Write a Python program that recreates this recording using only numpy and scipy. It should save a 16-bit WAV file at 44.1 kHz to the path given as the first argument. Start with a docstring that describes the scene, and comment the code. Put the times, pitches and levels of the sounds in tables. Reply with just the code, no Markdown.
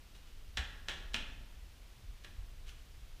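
"""In a bare, hard room, wet cement plaster is flung onto a brick wall three times.
Each slap is a short wet crack with a dull thud and a spray of crumbs; the room rings after it.
A tool scrapes softly in the gritty mix before, between and after the slaps, and knocks once.
Air and handling make the moving microphone rumble and bump, over a faint hiss."""
import sys
import numpy as np
from scipy import signal
from scipy.fft import rfft, irfft
from scipy.io import wavfile
from scipy.ndimage import uniform_filter1d

SR = 44100
rng = np.random.default_rng(int(sys.argv[2]) if len(sys.argv) > 2 else 0)


def wav_out(sig):
    """Save sig, one row per channel (or a flat mono array), as 16-bit PCM at SR to the path in sys.argv[1]."""
    wavfile.write(sys.argv[1], SR, np.round(np.clip(np.atleast_2d(sig).T, -1, 1) * 32767).astype(np.int16))


N = 141120
T = np.arange(N) / SR
HZ = np.fft.rfftfreq(N, 1 / SR)


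def amp(db):
    """Turns decibels into a number to multiply by."""
    return 10 ** (np.asarray(db) / 20)


def read(points, hz=HZ):
    """Joins a table's points with straight lines on a log frequency scale."""
    frequencies, values = np.transpose(points)
    return np.interp(np.log(hz + 1), np.log(frequencies + 1), values)


def hump(hz, octaves):
    """A bell shape of height 1 around one frequency."""
    return np.exp(-.5 * (np.log2((HZ + 1) / hz) / octaves) ** 2)


def unit(x):
    """Scales a sound so its energy is 1."""
    return x / np.sqrt(np.sum(x ** 2) + 1e-20)


def add(mix, start_s, sound):
    """Mixes a sound in at the given time."""
    part = mix[max(round(start_s * SR), 0):]
    part += sound[:len(part)]


def colour(x, db):
    """Turns each frequency up or down by the given decibels."""
    cepstrum = irfft(np.log(amp(db)), N)
    # Folding onto the first half makes the filter ring after a hit, not before.
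    cepstrum[1:N // 2] *= 2
    cepstrum[N // 2 + 1:] = 0
    return irfft(rfft(x) * np.exp(rfft(cepstrum)), N)


def whiten(x):
    """Evens out a burst from bass to treble, keeping its timing and fine detail."""
    spectrum = rfft(x)
    power = abs(uniform_filter1d(abs(spectrum) ** 2, 600))
    return unit(irfft(spectrum / np.sqrt(power + 1e-12), N))


def noise(points):
    """Steady noise with the given tone and an average (rms) level of 1."""
    spectrum = rfft(rng.standard_normal(N)) * amp(read(points))
    return unit(irfft(spectrum, N)) * np.sqrt(N)


def grains(per_s):
    """Random clicks of uneven size."""
    return rng.standard_normal(N) * (rng.random(N) < per_s / SR)


def hiss():
    """A faint, steady hiss in the background."""
    # Each row: frequency in Hz, relative level in dB.
    tone = [(20, -8), (120, 13), (200, 9), (300, 7), (500, 3.5), (1000, 1.5), (2000, 1), (3000, 2.5),
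            (4500, -1), (5700, -3), (8000, -7.5), (15000, -10.5)]
    return amp(-63.5) * noise(tone)


def rumble():
    """Air and handling shake the moving microphone: a wavering rumble with low bumps."""
    # Each row: frequency in Hz, relative level in dB.
    tone = [(8, -30), (20, 2.5), (35, -2.5), (55, -5.5), (80, -12), (120, -21), (200, -41.5), (500, -67),
            (2000, -95)]
    # Each row: time in seconds, rumble level in dB.
    levels = [(0, -54), (.45, -53), (.58, -46.5), (.8, -48.5), (1.3, -47), (1.55, -51), (1.95, -53),
              (2.1, -49), (2.3, -50), (2.45, -46), (2.75, -50), (3.2, -53)]
    # Each row: start in seconds, peak level in dB, pitch in Hz, fade time in seconds.
    bumps = [(0.582, -33, 64, .016), (2.030, -51, 92, .014), (2.075, -40, 42, .015), (2.372, -39, 42, .028),
             (2.37, -46, 85, .018)]
    out = amp(np.interp(T, *np.transpose(levels))) * noise(tone)
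    for start_s, db, hz, fade_s in bumps:
        swell = T / fade_s * np.exp(1 - T / fade_s)
        add(out, start_s, amp(db) * swell * np.sin(2 * np.pi * hz * T))
    return out


def scrape(db, rise_s, fall_s, centre_hz):
    """Wet grit slides over the tool in a quick rush of tiny clicks."""
    # Each row: frequency in Hz, boost or cut in dB.
    grit_tone = [(150, -33), (800, -18), (1400, -2), (4000, -7.5), (6000, -5), (10000, -15), (15000, -26)]
    stroke = np.minimum(T / rise_s, 1) * np.exp(-np.maximum(T - rise_s, 0) / fall_s)
    grit = unit(grains(per_s=3400) * stroke)
    return amp(db) * colour(grit, read(grit_tone) + 11 * hump(centre_hz, octaves=0.35))


def room(x):
    """Quick echoes bounce off the near corner, then a long ring dies away, treble first."""
    # Each row: frequency in Hz, seconds the ring takes to fall by 60 dB.
    ring_times = [(120, 1.33), (300, 1.02), (700, 0.9), (1700, 0.82), (3200, 0.66), (5500, 0.6),
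                  (9000, 0.46), (15000, 0.181)]
    # Each row: frequency in Hz, boost or cut of the echoes in dB.
    wall_tone = [(100, 4), (1000, 2), (2000, -1), (3500, -1), (5000, -5.5), (10000, -0.5)]
    echo_delay_s, echo_fade_s, build_s = 0.005, 0.022, 0.016
    echoes = whiten(grains(per_s=3000) * (T > echo_delay_s) * np.exp(-T / echo_fade_s))
    mid_ring_s = ring_times[2][1]
    build_up = np.clip(T / build_s - .5, 0, 1)
    wash = whiten(rng.standard_normal(N) * build_up * amp(-60 * T / mid_ring_s))
    # Give each frequency its own fading speed.
    hz, times, bands = signal.stft(wash, SR, nperseg=256)
    extra_db = -60 * times * (1 / read(ring_times, hz)[:, None] - 1 / mid_ring_s)
    ring = signal.istft(bands * amp(extra_db), SR, nperseg=256)[1][:N]
    response = colour(amp(0.5) * echoes + amp(1.5) * ring, read(wall_tone))
    return signal.fftconvolve(x, response)[:N]


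def crack(contact_s):
    """Dense clicks swell and die within milliseconds as two surfaces meet."""
    return unit(rng.standard_normal(N) * T / contact_s * np.exp(-T / contact_s))


def tool_ring():
    """Boosts in dB for the pitches that ring in slaps and knock alike, likely the tool's own."""
    # Each row: pitch in Hz, width in octaves, boost in dB.
    pitches = [(1393, 0.059, 6.5), (1704, 0.066, 8.5), (1900, 0.038, 2), (2500, 0.038, 3), (2890, 0.033, 4),
               (3120, 0.024, 5), (3420, 0.046, 5), (3990, 0.047, 7), (5600, 0.037, 5), (6400, 0.029, 3.5),
               (7630, 0.042, 3)]
    return sum(db * hump(hz, octaves) for hz, octaves, db in pitches)


def slap(db, contact_s, pocket_hz, pocket_db, thud_hz, thud_db, treble_db):
    """A lump flattens on the wall, squeezes out a pocket of air and sprays crumbs."""
    # Each row: frequency in Hz, boost or cut in dB.
    plaster_tone = [(60, -14.5), (160, -6.5), (400, -11.5), (800, -6), (1200, -7.5), (1500, -5), (2150, -2),
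                    (3200, 1.5), (4100, -5), (4500, -6), (5600, -9), (7800, -17), (8700, -22),
                    (15000, -35.5)]
    spray_fade_s, treble_hz = 0.01, 5500
    spray = unit(grains(per_s=1500) * (1 - np.exp(-T / contact_s)) * np.exp(-T / spray_fade_s))
    burst = whiten(crack(contact_s) + amp(-13.5) * spray)
    pocket = pocket_db * hump(pocket_hz, octaves=0.17)
    thud = thud_db * hump(thud_hz, octaves=0.35)
    treble = treble_db * HZ ** 4 / (HZ ** 4 + treble_hz ** 4)
    return amp(db - 2) * colour(burst, read(plaster_tone) + tool_ring() + pocket + thud + treble)


def knock():
    """The tool taps down lightly and rings for a moment."""
    # Each row: frequency in Hz, boost or cut in dB.
    tone = [(150, -3.5), (600, -6.5), (900, -13), (1200, -3.5), (1450, -15), (1640, -1.5), (2000, -0.5),
            (4200, -7), (6000, -14.5), (10000, -21), (15000, -35)]
    return amp(-15.5) * colour(whiten(crack(contact_s=0.0017)), read(tone) + tool_ring())


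def scene():
    """Mixes the slaps, the knock and the scrapes with their echoes, over hiss and rumble."""
    # Each row: start in seconds, relative level in dB, contact time in seconds, trapped air's pitch
    # in Hz and boost in dB, thud's pitch in Hz and boost in dB, treble boost in dB, echo gain in dB.
    slaps = [(0.5716, -1.5, 0.0015, 1790, 5.5, 535, 0.5, 2.5, -0.5),
             (0.8846, -4, 0.00077, 1720, 2.5, 395, 4.5, 2, 1.5),
             (1.143, 0, 0.00092, 2560, 5, 267, 5.5, 2, -1.5)]
    # Each row: start in seconds, relative level in dB, rise and fall in seconds, centre pitch in Hz.
    scrapes = [(0.135, -28, 0.023, .012, 3400), (0.267, -31.5, 0.0086, .008, 3030),
               (1.133, -19.5, 0.002, 0.011, 3370), (2.236, -29, 0.0023, 0.0091, 3800),
               (2.657, -19.5, 0.037, 0.012, 3060)]
    knock_start_s, knock_room_db = 2.2452, -3
    out = hiss() + rumble()
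    hits = [(start_s, slap(*settings), room_db) for start_s, *settings, room_db in slaps]
    hits.append((knock_start_s, knock(), knock_room_db))
    for start_s, sound, room_db in hits:
        direct = np.roll(sound, round(start_s * SR))
        out += direct + amp(room_db) * room(direct)  # each spot has its own echoes
    scraping = np.zeros(N)
    for start_s, *settings in scrapes:
        add(scraping, start_s, scrape(*settings))
    return (out + scraping + amp(-2.5) * room(scraping))[None]


def record(dry):
    """Cuts off the very highest treble, above 15400 Hz."""
    low_pass = signal.firwin(511, 15400, window=("kaiser", 9), fs=SR)
    return signal.oaconvolve(dry, low_pass[None], "same")


dry = scene()
out = record(dry)
wav_out(out)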